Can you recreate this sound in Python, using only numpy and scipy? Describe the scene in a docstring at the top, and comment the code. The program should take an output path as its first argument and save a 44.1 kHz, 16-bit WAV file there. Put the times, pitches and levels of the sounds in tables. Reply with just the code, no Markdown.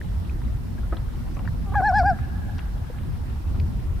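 """A loon out on a choppy lake gives one short tremolo: a low creak slides up and breaks into four arched,
hooting notes, shaped by throat and bill, which come back faintly from the shore. Close to the stereo
microphone wavelets slap, bubbles plop and drops tick on the surface. Wind rumbles on the microphone,
and farther off the open water makes a soft steady wash."""
import sys
import numpy as np
from scipy import signal
from scipy.io import wavfile

SR = 44100
rng = np.random.default_rng(int(sys.argv[2]) if len(sys.argv) > 2 else 0)


def wav_record(signal):
    """Record a signal, one row per channel, as 16-bit PCM in the file named by sys.argv[1]."""
    frames = np.transpose(np.atleast_2d(signal))
    bounded = np.clip(frames, -1, 1)
    # unit amplitude maps onto the largest positive 16-bit level
    quanta = np.round(bounded * 32767).astype(np.int16)
    wavfile.write(sys.argv[1], SR, quanta)


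N = 176400
T = np.arange(N) / SR

# the loon's notes: (start [s], crest [s], end [s], crest pitch [Hz], relative level [dB],
# upper overtone gain [dB], release [s], bill notch [Hz], bill resonance [Hz])
NOTES = [(1.753, 1.764, 1.815, 831, -2.5, -4, .004, 5100, 3750),
         (1.817, 1.866, 1.9225, 865, -.7, -2, 0.0047, 5000, 5200),
         (1.921, 1.971, 2.038, 857.3, 0.2, 1.5, 0.0044, 7300, 3900),
         (2.032, 2.079, 2.146, 819, -0.4, -6.5, 0.042, 5850, 5100)]


def from_db(db):
    """Decibels to gain."""
    return 10 ** (np.asarray(db) / 20)


def rms_one(x):
    """Scale to an rms of 1."""
    return x / np.sqrt(np.mean(x ** 2) + 1e-20)


def in_time(rows):
    """Each column of a curve at every sample."""
    times, *columns = np.transpose(rows)
    return [np.interp(T, times, column) for column in columns]


def at_hz(points, hz):
    """Read a spectrum on a log-frequency axis."""
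    freqs, values = np.transpose(points)
    return np.interp(np.log(hz), np.log(freqs), values)


def drift(rate_hz):
    """Smooth random wander with a spread of 1."""
    step, settle = 40, 2000
    pole = np.exp(-2 * np.pi * rate_hz * step / SR)
    white = rng.standard_normal(N // step + settle + 2)
    slow = signal.lfilter([1], [1, -2 * pole, pole * pole], white)[settle:]
    return np.interp(np.arange(N) / step, np.arange(len(slow)), rms_one(slow))


def band(x, low, high, order=2):
    """Butterworth band-pass."""
    sos = signal.butter(order, [low, min(high, .48 * SR)], "band", fs=SR, output="sos")
    return signal.sosfilt(sos, x)


def pan(x, db):
    """Place a sound: left minus right in dB."""
    return x * from_db([[db / 2], [-db / 2]])


def ramp(u):
    """Smooth step from 0 to 1."""
    return np.sin(np.pi / 2 * np.clip(u, 0, 1)) ** 2


def burst(age, attack, t60):
    """Quick rise and exponential decay, times in seconds."""
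    return ramp(age / attack) * np.exp(-np.log(1000) * age / t60)


def banded_noise(spectrum, flicker_db, steady_above_hz=6400):
    """Half-octave bands of stereo noise, each with its own level, flicker and width."""
    # likeness of the left and right channels: (frequency [Hz], correlation [-1..1])
    likeness = [(30, 0.98), (70, 0.78), (140, 0.36), (450, -0.074), (7500, 0.093), (11000, 0.4),
                (15000, 0.94)]
    out, edges = 0, 16 * 2 ** np.arange(0, 10.1, .5)
    white = rng.standard_normal((2, 2, N + SR // 2))
    for k, (low, high) in enumerate(zip(edges, edges[1:])):
        if high < spectrum[0][0] or low > spectrum[-1][0]:
            continue
        hz = np.sqrt(low * high)
        mid, side = band(white[k % 2], low, high, order=3)[:, -N:]
        alike = at_hz(likeness, hz)
        wander_db = flicker_db / (1 + (hz / steady_above_hz) ** 2) * drift(11.3)
        stereo = np.sqrt(1 + alike) * mid + np.sqrt(1 - alike) * side * [[1], [-1]]
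        out = out + from_db(at_hz(spectrum, hz) + wander_db) * stereo
    return rms_one(out)


def wind(gain_db=1.5, deep_hz=55, deep_share=.41):
    """Gusts rumble on the microphone, brighter as they rise: the deepest part swings less."""
    # strength of the gusts: (time [s], relative level [dB])
    gusts = [(0, -28.5), (.40, -29), (.47, -26.5), (.62, -28.5), (1.95, -25.5), (2.07, -22), (2.17, -27.5),
             (2.54, -27), (2.62, -32.5), (2.77, -28.5), (2.88, -33), (3.0, -27), (3.42, -30.5),
             (3.6, -22.5), (3.72, -27), (4, -26)]
    # spectrum of the rumble: (frequency [Hz], relative level [dB])
    spectrum = [(20, -12), (48, -1.5), (66, 1), (90, -4.5), (120, -7.5), (160, -14), (230, -17.5),
                (320, -25.5), (800, -51.5)]
    gust_db, = in_time(gusts)
    swing_db = gust_db - gust_db.mean()
    noise = banded_noise(spectrum, flicker_db=2.5)
    deep = signal.sosfiltfilt(signal.butter(3, deep_hz, fs=SR, output="sos"), noise, padtype="even")
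    rumble = deep * from_db(deep_share * swing_db) + (noise - deep) * from_db(swing_db)
    return from_db(gain_db + gust_db.mean()) * rumble


def wash(base_db=-49.5, swell_top_hz=2590):
    """Far wavelets merge into a hiss whose middle range swells and ebbs."""
    # spectrum of the open water: (frequency [Hz], relative level [dB])
    spectrum = [(200, -9.5), (450, 2.5), (850, 1.5), (1500, -3.5), (2200, -9), (3300, -10.5), (5000, -13.5),
                (6500, -18.5), (9000, -17.5), (12000, -19.5), (15500, -20.5)]
    # swell of the middle range: (time [s], gain [dB])
    swell = [(0, 2), (.6, 0.5), (.82, 2), (1.65, 0.5), (3.2, 2), (4, 1.5)]
    swell_db, = in_time(swell)
    noise = from_db(base_db) * banded_noise(spectrum, flicker_db=1.93)
    middle = signal.sosfiltfilt(signal.butter(2, swell_top_hz, fs=SR, output="sos"), noise)
    return noise + middle * (from_db(swell_db) - 1)


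def ripples(per_s=45, base_db=-47, low_hz=700, high_hz=5500, pitches=18, ring_cycles=30):
    """Tiny bubbles ring at random all over the water, fainter with each octave."""
    out = np.zeros((2, N))
    for hz in np.geomspace(low_hz, high_hz, pitches):
        born = np.flatnonzero(rng.random(N) < per_s / pitches / SR)
        size, place = rng.standard_normal((2, 64))[:, :len(born)]
        db = base_db + 3 * size - 3 * np.log2(hz / low_hz)
        clicks = np.full((2, N), 1e-18)
        clicks[:, born] = from_db(db + 2.7 * place * [[1], [-1]])
        angle = 2 * np.pi * hz / SR
        pole = np.exp(-np.log(1000) * hz / ring_cycles / SR)
        out += signal.lfilter([0, np.sin(angle)], [1, -2 * pole * np.cos(angle), pole * pole], clicks)
    return out


def slaps(edge_ratio=1.65):
    """Each wavelet breaks near the microphone with a short puff of spray."""
    # breaking wavelets: (time [s], level [dB], band centre [Hz], t60 [s])
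    wavelets = [(0.925, -34, 1080, 0.076), (0.926, -36, 446, 0.18), (0.966, -42.5, 970, 0.089),
                (1.367, -40.5, 700, 0.13), (1.393, -42.5, 630, 0.26), (1.447, -40, 700, 0.05),
                (1.452, -41, 1670, 0.041), (1.475, -35, 1210, 0.049), (1.798, -31.5, 366, 0.14),
                (1.802, -32.5, 1200, 0.037), (2.187, -35.5, 1260, 0.025), (2.581, -45.5, 3280, 0.055),
                (2.582, -40.5, 950, 0.057), (2.599, -49.5, 1300, .1), (2.984, -44, 1800, 0.05),
                (3.543, -44.5, 860, 0.18)]
    out, age = np.zeros((2, N)), T[:N // 10]
    for start, db, hz, t60 in wavelets:
        white = rng.standard_normal((2, len(age)))
        mid, side = rms_one(band(white, hz / edge_ratio, hz * edge_ratio, order=4))
        puff = from_db(db) * burst(age, .0019, t60) * (mid + .5 * side * [[1], [-1]])
        i = int(start * SR)
        out[:, i:i + len(age)] += puff[:, :N - i]
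    return out


def plops(rise_per_s=1.3):
    """Bubbles close in the nearby wavelets and ring briefly, rising in pitch."""
    # bubbles: (time [s], starting pitch [Hz], level [dB], t60 [s], left minus right [dB])
    bubbles = [(0.013, 1790, -18, 0.0088, 5), (.295, 2490, -30.5, 0.015, 7), (.78, 1630, -40, 0.04, 8),
               (.832, 1390, -41.5, 0.064, 5), (.924, 315, -23, 0.044, 1), (.924, 1260, -23.5, 0.048, .5),
               (.930, 704, -27, 0.035, .5), (.968, 3420, -42, 0.029, 9), (1.348, 5930, -39, 0.012, 2),
               (1.368, 1060, -24.5, 0.013, 9), (1.475, 1750, -19.5, 0.014, 5), (1.475, 4600, -40, 0.015, 3),
               (2.592, 2750, -31, 0.012, 6), (2.899, 485, -28, 0.048, -1), (3.599, 2300, -31.5, 0.012, 7)]
    out = np.zeros((2, N))
    for start, hz, db, t60, pan_db in bubbles:
        on = (T >= start) & (T < start + 2 * t60)
        age = T[on] - start
        tone = np.sin(2 * np.pi * hz * age * (1 + rise_per_s * age / 2))
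        out[:, on] += pan(from_db(db) * burst(age, .0023, t60) * tone, pan_db)
    return out


def drips(spatter_db=-19):
    """Drops strike the surface close by on the left, each with a crisp click and a brief spatter."""
    # drops: (time [s], peak before panning [dB], low edge [Hz], high edge [Hz])
    drops = [(.417, -38, 940, 1930), (.968, -35, 2830, 4200), (1.3682, -35, 745, 2500),
             (1.3917, -35.5, 850, 3000), (2.5915, -29.5, 1280, 3320), (3.599, -32, 1580, 5100)]
    out, age = np.zeros(N), T[:SR // 25]
    for start, db, low_hz, high_hz in drops:
        spatter = from_db(spatter_db) * burst(age, .0019, t60=.025) * rng.standard_normal(len(age))
        click = band(signal.unit_impulse(len(age)) + spatter, low_hz, high_hz, order=6)
        click /= np.abs(click).max()
        out += from_db(db) * np.interp(T - start, age, click, left=0, right=0)
    return pan(out, db=4)


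def shore(call, band_hz=(980, 3400), tail_db=-27.5, flutter_db=2.5):
    """The shore returns a few echoes and a thin, fluttering tail; the overtones come back best."""
    # reflections off the shore: (delay [s], gain [dB])
    reflections = [(.056, -26), (.108, -38), (.262, -43)]
    echoes = sum(from_db(db) * np.interp(T - delay, T, call, left=0) for delay, db in reflections)
    age = T[:N // 2]
    response = band(rng.standard_normal((2, len(age))), *band_hz) * burst(age, attack=.071, t60=3)
    response *= from_db(tail_db) / np.sqrt(np.sum(response ** 2) / 2)
    tail = signal.fftconvolve(call[None], response, axes=1)[:, :N]
    return from_db(flutter_db * drift(15)) * tail + band(echoes, *band_hz, order=1)


def creak(jitter=.011):
    """The loon starts softly in a slightly rough register, an octave low, and slides up."""
    # course of the creak: (time [s], pitch [Hz], relative level [dB])
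    slide = [(1.650, 406.7, -58), (1.674, 400.4, -46), (1.704, 382, -43.5), (1.713, 385, -64),
             (1.723, 380, -34.5), (1.735, 435, -43.5), (1.743, 539, -31.5), (1.750, 600, -32.5),
             (1.756, 650, -40.5)]
    # its harmonics: (multiple of the pitch, gain [dB])
    harmonics = [(1, -4.5), (2, 3), (3, -4), (4, -15)]
    hz, db = in_time(slide)
    phase = 2 * np.pi * np.cumsum(hz * (1 + jitter * drift(140))) / SR
    voice = sum(from_db(gain_db) * np.sin(round(k) * phase) for k, gain_db in harmonics)
    return voice * from_db(db) * (T > slide[0][0]) * (T < slide[-1][0])


def voice_breaks(db=-25, ring_hz=1050):
    """The voice catches between notes and sets the throat ringing for an instant."""
    ages = [np.maximum(T - start, 0) for start, *_ in NOTES[1:]]
    rings = sum(burst(age, .0011, t60=.022) * np.sin(2 * np.pi * ring_hz * age) for age in ages)
    return from_db(db) * rings


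def tremolo():
    """Each note arches in pitch; its harmonics sweep the throat and bill resonances, upper ones rasping."""
    # response of throat and bill: (frequency [Hz], gain of a harmonic there [dB])
    throat = [(640, -18.5), (720, -14.5), (785, -14), (865, -17.5), (1350, -35), (1500, -26), (1620, -22),
              (1720, -19), (2050, -43), (2320, -44.5), (2560, -54.5), (2900, -76), (3300, -55.5),
              (3800, -66), (4250, -50), (4550, -51), (4900, -46.5), (5200, -49.5), (5520, -43.5),
              (6050, -72), (7000, -61.5), (7750, -62), (8500, -66.5), (10000, -80)]
    swing_s, first_trough_hz, sag_hz_per_s = .11, 721.2, 144.5
    attack_s, choke_s, push_db_per_s, overtone_lag_s = .0022, .004, 36, .0089
    slack_db, dull_db, gate_db = 3, 7.5, 10   # losses in a trough: whole voice, overtones, overtones again
    jitter, shimmer_db, rasp_depth = .004, 3.8, .35
    waver = 1 + jitter * drift(120)
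    shimmers = [shimmer_db * drift(35) for _ in range(11)]   # one for each harmonic
    rasps = [1 + rasp_depth * drift(250) for _ in shimmers]
    out = np.zeros(N)
    for start, crest, end, crest_hz, db, bright_db, release, notch_hz, bill_hz in NOTES:
        on = (T > start) & (T < end)
        t = T[on]
        slack = np.sin(np.pi * (t - crest) / swing_s) ** 2   # 0 at the crest, 1 in a trough
        dull = np.sin(np.pi * (t - crest - overtone_lag_s) / swing_s) ** 2
        trough_hz = first_trough_hz - sag_hz_per_s * (t - NOTES[0][0])
        hz = (crest_hz + (trough_hz - crest_hz) * slack) * waver[on]
        phase = 2 * np.pi * np.cumsum(hz) / SR
        envelope = ramp((t - start) / attack_s) * ramp((end - t) / release)
        level = envelope * from_db(db - slack_db * slack + push_db_per_s * (t - crest))
        overtone_db = bright_db - dull_db * dull - gate_db * slack ** 4
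        for k, (shimmer, rasp) in enumerate(zip(shimmers, rasps), 1):
            # the open bill swallows one narrow band and lifts a wider one
            notch_db = 20 * np.exp(-((k * hz - notch_hz) / 280) ** 2)
            bill_db = 5 * np.exp(-((k * hz - bill_hz) / 840) ** 2)
            upper = from_db(overtone_db - notch_db + bill_db + shimmer[on]) * rasp[on] if k > 2 else 1
            out[on] += level * upper * from_db(at_hz(throat, k * hz)) * np.sin(k * phase)
    shut = sum(np.exp(-((T - start) / choke_s) ** 2) for start, *_ in NOTES[1:])   # between notes
    return out * (1 - shut)


def scene():
    """The loon, just left of centre, and its echo over water and wind."""
    loon = tremolo() + voice_breaks() + creak()
    water = plops() + drips() + slaps() + ripples() + wash()
    return pan(loon, db=1.5) + shore(loon) + water + wind()


def record(dry, whine_hz=13787, whine_db=-86, fade_s=.004, cutoff_hz=15600):
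    """A trace of electronic whine; the ends fade quickly and the top is cut steeply."""
    whine = from_db(whine_db) * np.sqrt(2) * np.sin(2 * np.pi * whine_hz * T)
    fade = ramp(np.minimum(T, T[-1] - T) / fade_s)
    lowpass = signal.ellip(18, .1, 90, cutoff_hz, fs=SR, output="sos")
    return signal.sosfilt(lowpass, fade * (dry + whine))


dry = scene()
out = record(dry)
wav_record(out)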